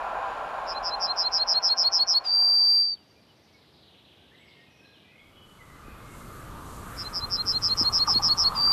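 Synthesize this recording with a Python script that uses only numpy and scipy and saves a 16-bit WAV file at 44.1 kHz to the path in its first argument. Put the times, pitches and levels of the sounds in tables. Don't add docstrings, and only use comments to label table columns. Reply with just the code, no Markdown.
import sys
import numpy as np
from scipy import signal
from scipy.fft import rfft, irfft, next_fast_len
from scipy.io import wavfile
from scipy.ndimage import uniform_filter1d

SR = 44100
rng = np.random.default_rng(int(sys.argv[2]) if len(sys.argv) > 2 else 0)


def wav_out(sig):
    wavfile.write(sys.argv[1], SR, np.round(np.clip(np.atleast_2d(sig).T, -1, 1) * 32767).astype(np.int16))


N = 384552

# (frequency [Hz], relative density [dB])
WOODS_EQ = [(25, -55), (48, -36), (62, -8), (85, -2), (277, -4), (686, -10), (1490, -18), (3140, -18),
            (4570, -22), (7200, -35), (12600, -33), (14800, -47)]
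WIND_EQ = [(8.8, -47), (15, -1.5), (97, -1), (275, -10.5), (418, -13.5), (524, -14), (700, -19), (910, -51),
           (1540, -120)]
HISS_EQ = [(1180, 15), (2000, -1.5), (5240, -11), (7450, -6.5), (10100, -9), (12900, -6), (13800, -33),
           (14200, -41), (14800, -60)]
LEAVING_EQ = [(12, -40.5), (22, -18), (45, -10.5), (65, -22.5), (142, -26.5), (354, -21), (669, -3),
              (1010, -6.5), (1620, -13.5), (2020, -24), (2520, -24.5), (4510, -36), (7020, -49),
              (11500, -49.5), (14800, -73.5)]
ARRIVING_EQ = [(240, -50), (400, -13.5), (560, -13.5), (715, -5.5), (819, -0.5), (1200, 1), (1440, -11.5),
               (2520, -23), (3500, -20.5), (4550, -19), (7700, -120)]
# (centre [Hz], width [Hz], boost [dB])
LEAVING_RINGS = [(798, 75, 6.5), (1002, 30, 8.5), (1076, 50, 7.5), (1365, 35, 8), (1588, 35, 6.5),
                 (2062, 83, -3.5), (2460, 230, 4.5), (6930, 300, 12.5)]
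ARRIVING_RINGS = [(1176, 180, 6.5)]
# (time [s], level [dB])
APPROACH = [(5.1, -51), (6.0, -47.5), (6.5, -47), (7.7, -43.5), (8.0, -38.5), (8.3, -38.8), (8.72, -35)]
# (time [s], level [dB])
THUMPS = [(5.881, -37), (7.812, -23.5), (8.158, -25.5)]
# (time [s], level [dB], first pitch [Hz], last pitch [Hz])
CLANKS = [(7.85, -33, 1275, 1210), (8.076, -17.5, 1200, 1186), (8.081, -20.5, 1010, 695),
          (8.095, -25, 1130, 1040), (8.195, -25.5, 816, 820), (8.29, -27, 1260, 1207),
          (8.398, -29, 1223, 1180), (8.521, -29, 1290, 1200), (8.678, -27, 1216, 1110)]
# (start [s], length [s], first [Hz], middle [Hz], last [Hz], relative level [dB])
FAR_WHISTLES = [ (2.767, .065, 3650, 3500, 3350, -66), (2.915, 0.049, 3880, 3800, 3700, -61),
                (2.955, .09, 3650, 2880, 2880, -66), (3.155, .048, 2410, 2420, 2450, -64),
                (3.265, .075, 2950, 3020, 2880, -66.5), (3.459, .15, 2310, 2270, 2240, -69),
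                (3.619, .04, 2180, 2120, 2070, -68), (4.167, .1, 1487, 1580, 1620, -73),
                (4.31, 0.062, 1687, 2000, 2120, -61), (4.37, .06, 8100, 7800, 7900, -77),
                (4.39, 0.2, 2224, 2154, 2097, -63), (4.455, .115, 6000, 3350, 2610, -63),
                (4.55, .087, 1850, 1840, 1830, -64.5), (4.59, .035, 5700, 5000, 4550, -75),
                (4.623, .26, 2427, 2520, 2565, -67), (4.7, .03, 6200, 5400, 5000, -71),
                (4.75, .03, 6300, 5600, 5360, -70), (4.798, .03, 6200, 5500, 5200, -70),
                (4.797, 0.162, 1570, 1643, 1670, -67), (4.84, .08, 3950, 4090, 4150, -66),
                (4.91, .076, 3900, 3200, 2690, -62), (4.994, .14, 2280, 2480, 2560, -61.5),
                (5.047, .23, 1944, 2170, 2270, -63), (5.165, 0.081, 2800, 3390, 3070, -65.5),
                (5.305, .12, 2550, 3205, 3130, -64), (5.349, .11, 2890, 2973, 3006, -58),
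                (5.584, 0.047, 2130, 2030, 1960, -58), (5.673, .13, 1850, 2050, 2065, -62),
                (5.821, .096, 2300, 2485, 2610, -60.5), (5.95, 0.34, 2140, 2130, 2117, -63),
                (6.08, .067, 2740, 2730, 2720, -67)]
# (time [s], centre pitch [Hz], relative level [dB])
FAR_TRILL = [(3.0, 4990, -79), (3.3, 4700, -75), (3.7, 4290, -68.5), (3.85, 3250, -64.5),
             (4.5, 3100, -67.5), (4.7, 3300, -74), (5.0, 3295, -70), (5.3, 2990, -93)]
# (harmonic number, level against the fundamental at gain 0.17 [dB])
OVERTONES = [(2, -40.5), (3, -35.5)]
# (buzz start [s], whistle end [s])
SONGS = [
    [(0.678, 0.787), (0.8428, 0.954), (1.011, 1.1234), (1.1741, 1.2827), (1.3259, 1.4359), (1.4772, 1.5893),
     (1.629, 1.7366), (1.7737, 1.8865), (1.923, 2.0368), (2.0754, 2.187)],
    [(6.9775, 7.0817), (7.141, 7.2547), (7.3112, 7.4211), (7.4669, 7.581), (7.6254, 7.7383),
     (7.7747, 7.8913), (7.9277, 8.039), (8.0745, 8.1863), (8.225, 8.3356), (8.3759, 8.4874)],
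]
# (share of its length, soft level [dB], full-voice level [dB],
# dip between pulses [dB], unscaled pitch sag [Hz], pulse sweep either way [Hz])
BUZZ_SHAPE = [(-.33, -29.5, -45, 16, 70, 330), (-.2, -19, -32.5, 16.5, 70, 340),
              (0, -10, -12, 16, 70.5, 350), (.17, -4.5, -4.5, 15.5, 70, 340), (.3, -1.4, -1, 12.5, 60, 320),
              (.55, 0, -1, 8, 0, 280), (.9, -2.5, -1.5, 7.5, -105, 225), (1.05, -7.5, -5, 8.5, -150, 209),
              (1.19, -27, -26, 8.5, -160, 210)]
# (time from its end [s], unscaled offset [Hz])
WHISTLE_BEND = [(-.062, 2), (-.04, -170), (-.016, 1), (-.008, 3)]
# (time from its end [s], level [dB])
WHISTLE_RELEASE = [(-.009, 0), (-.005, -1.5), (-.003, -4), (0, -7), (.003, -26), (.008, -45)]
LONG_NOTE_STARTS = [2.24, 8.544]
# (time from its start [s], pitch [Hz], rms level [dB], throb depth [dB])
LONG_NOTE = [(0, 4960, -52, 4), (.015, 4860, -34.5, 3), (.03, 4744, -27.5, 8.5), (.065, 4634, -24.5, 7),
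             (.1, 4680, -21, 5.5), (.15, 4700, -20, 5), (.42, 4665, -19.5, 3), (.5, 4702, -19, 2.5),
             (.575, 4695, -20, 3.5), (.61, 4670, -25.5, 5.5), (.67, 4635, -27.5, 5), (.7, 4613, -31, 6),
             (.715, 4400, -51, 8)]


def undb(db):
    return 10 ** (np.asarray(db) / 20)


def curve(table, at):
    points, *columns = np.transpose(table)
    return [np.interp(at, points, c) for c in columns]


def add(out, start_s, sound):
    i = int(start_s * SR)
    out[i:i + len(sound)] += sound[:N - i]


def fade(x, seconds):
    t = np.arange(len(x)) / SR
    return x * np.clip(np.minimum(t, t[::-1]) / seconds, 0, 1)


def tone(hz, gain):
    return gain * np.sin(2 * np.pi * np.cumsum(hz) / SR + 2 * np.pi * rng.random())


def wander(rate_hz):
    hold = int(SR / rate_hz)
    steps = np.repeat(rng.standard_normal(N // hold + 1), hold)
    return 1.44 * uniform_filter1d(uniform_filter1d(steps, hold), hold)[:N]


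def noise_bed(eq, band_hz, rings=(), *, flicker_db, flicker_hz=9):
    size = next_fast_len(N)
    hz = np.arange(1, size // 2 + 2) * SR / size
    eq_hz, eq_db = np.transpose(eq)
    db = np.interp(np.log(hz), np.log(eq_hz), eq_db, -200, -200)
    db += sum(boost / (1 + (2 * (hz - centre) / width) ** 2) for centre, width, boost in rings)
    gain = undb(db)
    in_band = (hz > band_hz[0]) & (hz < band_hz[1])
    gain /= np.sqrt(np.sum(gain[in_band] ** 2) * 2 / size)
    spectrum = rfft(rng.standard_normal(size)) * gain
    octave = np.log2(hz / 1000)
    bands = (irfft(spectrum * np.clip(1 - abs(octave - k), 0, 1), size)[:N] for k in range(-6, 5))
    return sum(band * undb(flicker_db * wander(flicker_hz)) for band in bands)


def echoes(x, t60_s, predelay_s):
    t = np.arange(int(t60_s * SR)) / SR
    tail = rng.standard_normal(len(t)) * undb(-60 * t / t60_s) * (t > predelay_s)
    return signal.fftconvolve(x, tail / np.sqrt(np.sum(tail ** 2)))[:N]


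def woods():
    return noise_bed(WOODS_EQ, (25, 15000), flicker_db=.04) * undb(-59.5)


def wind():
    rumble = noise_bed(WIND_EQ, (20, 300), flicker_db=.5, flicker_hz=6.9)
    return rumble * undb(-42 + 1.33 * wander(2.495))


def hiss():
    return noise_bed(HISS_EQ, (6500, 9000), flicker_db=1.75) * undb(-58.5)


def leaving_train():
    return noise_bed(LEAVING_EQ, (450, 1800), LEAVING_RINGS, flicker_db=.5) * undb(-31.5)


def arriving_train(t):
    rush = noise_bed(ARRIVING_EQ, (700, 1700), ARRIVING_RINGS, flicker_db=1.5, flicker_hz=14)
    return rush * undb(curve(APPROACH, t)[0])


def knock(db, first_hz, last_hz, t60_s):
    t = np.arange(int(t60_s * SR)) / SR
    hz = last_hz + (first_hz - last_hz) * np.exp(-t / .0113)
    attack = np.minimum(t / .0017, 1)
    return tone(hz, undb(db - 60 * t / t60_s) * attack)


def thumps_and_clanks():
    out = np.zeros(N)
    for start, db in THUMPS:
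        add(out, start, knock(db, first_hz=360, last_hz=64.6, t60_s=.064))
    for start, db, first_hz, last_hz in CLANKS:
        add(out, start, knock(db, first_hz, last_hz, t60_s=.076))
    return out


def far_whistles():
    out, waver = np.zeros(N), wander(110)
    for start, length, first_hz, middle_hz, last_hz, db in FAR_WHISTLES:
        u, i = np.linspace(0, 1, int(length * SR)), int(start * SR)
        glide_hz = first_hz + (last_hz - first_hz) * u
        arch_hz = (4 * middle_hz - 2 * first_hz - 2 * last_hz) * u * (1 - u)
        hz = (glide_hz + arch_hz) * (1 + .015 * waver[i:i + len(u)])
        envelope = np.clip(6 * np.minimum(u, 1 - u), 0, 1)
        add(out, start, tone(hz, undb(db) * envelope))
    nearer = np.arange(N) / SR < 4
    direct_db, send_db = np.where(nearer, 1, -2.5), np.where(nearer, -8, 4)
    direct = undb(direct_db + 3 * wander(60)) * out
    return direct + echoes(undb(send_db) * out, t60_s=.9, predelay_s=.0035)


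def far_trill(chirps_per_s=20):
    out = np.zeros(N)
    u = np.linspace(0, 1, int(.035 * SR))
    for k, (late, detune) in enumerate(rng.standard_normal((46, 2))):
        start = FAR_TRILL[0][0] + k / chirps_per_s + .015 * abs(late)
        centre_hz, db = curve(FAR_TRILL, start)
        hz = centre_hz * (1 + .07 * detune + .75 * (.5 - u))
        add(out, start, tone(hz, undb(db) * np.sin(np.pi * u)))
    return undb(5) * out + undb(11) * echoes(out, t60_s=.43, predelay_s=.003)


def voice(hz, gain):
    phase = 2 * np.pi * np.cumsum(hz) / SR + 2 * np.pi * rng.random()
    brightness = (gain / .17) ** 2.1
    overtones = sum(undb(db) * np.sin(k * phase) for k, db in OVERTONES)
    return gain * (np.sin(phase) + brightness * overtones)


def rasp(length_s, band_hz, decay_s):
    t = np.arange(int(length_s * SR)) / SR
    bandpass = signal.butter(2, band_hz, "band", fs=SR, output="sos")
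    air = signal.sosfilt(bandpass, rng.standard_normal(len(t)))
    return fade(air / air.std() * np.exp(-t / decay_s), .008)


def buzz(out, start, k, waver, flutter, drift):
    length_s, centre_hz = .052 + .0007 * k, 5124 + 19 * k
    db = -13.5 - 13.5 * np.exp(-k / 1.9)
    pulse_hz = 176.5 + 2 * rng.standard_normal()
    t = np.arange(-.018 * SR, (length_s + .023) * SR) / SR
    u, span = t / length_s, slice(int(start * SR), int(start * SR) + len(t))
    soft_db, full_db, depth_db, sag_hz, sweep_hz = curve(BUZZ_SHAPE, u)
    soft = max(1 - (k / 6) ** 2, 0)
    swell_db = full_db + soft * (soft_db - full_db)
    beat = 2 * np.pi * pulse_hz * (t + .061 * t * (1 - u)) + .2 * drift[span]
    dip_db = (depth_db + 2 * soft) * (.5 - .5 * np.cos(beat)) ** 1.31
    sag_hz *= .35 + .09 * k
    hz = centre_hz + sag_hz + sweep_hz * np.sin(beat + .21) + 45 * waver[span]
    gain = undb(db + swell_db - dip_db + .4 * flutter[span])
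    add(out, start + t[0], fade(voice(hz, gain), .0034))


def whistle(out, end, k, waver, flutter):
    shy, effort = np.exp(-k / 2.45), np.clip((k - .7) / 7.6, 0, 1)
    db, swell_s = -15 - 16 * shy, .046 - .012 * shy
    top_hz = min(4125 + 33 * k, 4385)
    t = np.arange(-.06 * SR, .008 * SR) / SR
    span = slice(int(end * SR), int(end * SR) + len(t))
    swell_left = np.clip((-.007 - t) / (swell_s - .007), 0, None)
    swell_db = -10.5 * swell_left ** (1.7 + 2.4 * effort ** 1.5) - 8 * np.clip(swell_left - 1, 0, None)
    release_db = curve(WHISTLE_RELEASE, t)[0]
    bend_hz = (.77 + .39 * effort) * curve(WHISTLE_BEND, t)[0]
    drop_hz = 130 * effort * np.clip((t + .009) / .0099, 0, 1)
    hz = top_hz + bend_hz - drop_hz + 21 * waver[span]
    gain = undb(db + swell_db + release_db + .15 * flutter[span])
    add(out, end + t[0], fade(voice(hz, gain), .0033))
    add(out, end - .062, undb(db - 33) * rasp(.065, band_hz=(3000, 3900), decay_s=.056))


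def long_note(out, start, waver, flutter, drift, throb_hz=93.3, first_dip_s=.03):
    span = slice(int(start * SR), min(int((start + LONG_NOTE[-1][0]) * SR), N))
    t = np.arange(span.stop - span.start) / SR
    centre_hz, db, depth_db = curve(LONG_NOTE, t)
    beat = 2 * np.pi * throb_hz * (t - first_dip_s) + .15 * drift[span]
    dip = (.5 + .5 * np.cos(beat)) ** 3.7
    dip -= dip.mean()
    hz = centre_hz - 85 * dip + 10 * waver[span] + 5 * drift[span]
    gain = np.sqrt(2) * undb(db - depth_db * dip + .15 * flutter[span])
    out[span] += voice(hz, gain)
    add(out, start, undb(-46.5) * rasp(.13, band_hz=(2100, 5100), decay_s=.054))


def songbird():
    out = np.zeros(N)
    waver, flutter, drift = wander(500), wander(200), wander(60)
    for song in SONGS:
        for k, (start, end) in enumerate(song):
            buzz(out, start, k, waver, flutter, drift)
            whistle(out, end, k, waver, flutter)
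    for start in LONG_NOTE_STARTS:
        long_note(out, start, waver, flutter, drift)
    bank_slap = undb(-24.5) * echoes(out, t60_s=.09, predelay_s=.014)
    woods_tail = undb(-39) * echoes(out, t60_s=1.6, predelay_s=.01)
    return out + bank_slap + woods_tail


def scene():
    t = np.arange(N) / SR
    fade_out = np.interp(t, [.4, 2.975], [1, 0])
    fade_in = np.interp(t, [5.105, 7.15], [0, 1])
    beds = leaving_train() * fade_out + (wind() + arriving_train(t) + hiss()) * fade_in + woods()
    return (beds + songbird() + far_whistles() + far_trill() + thumps_and_clanks())[None]


def record(dry):
    return signal.sosfilt(signal.ellip(10, .2, 70, 14950, fs=SR, output="sos"), dry)


dry = scene()
out = record(dry)
wav_out(out)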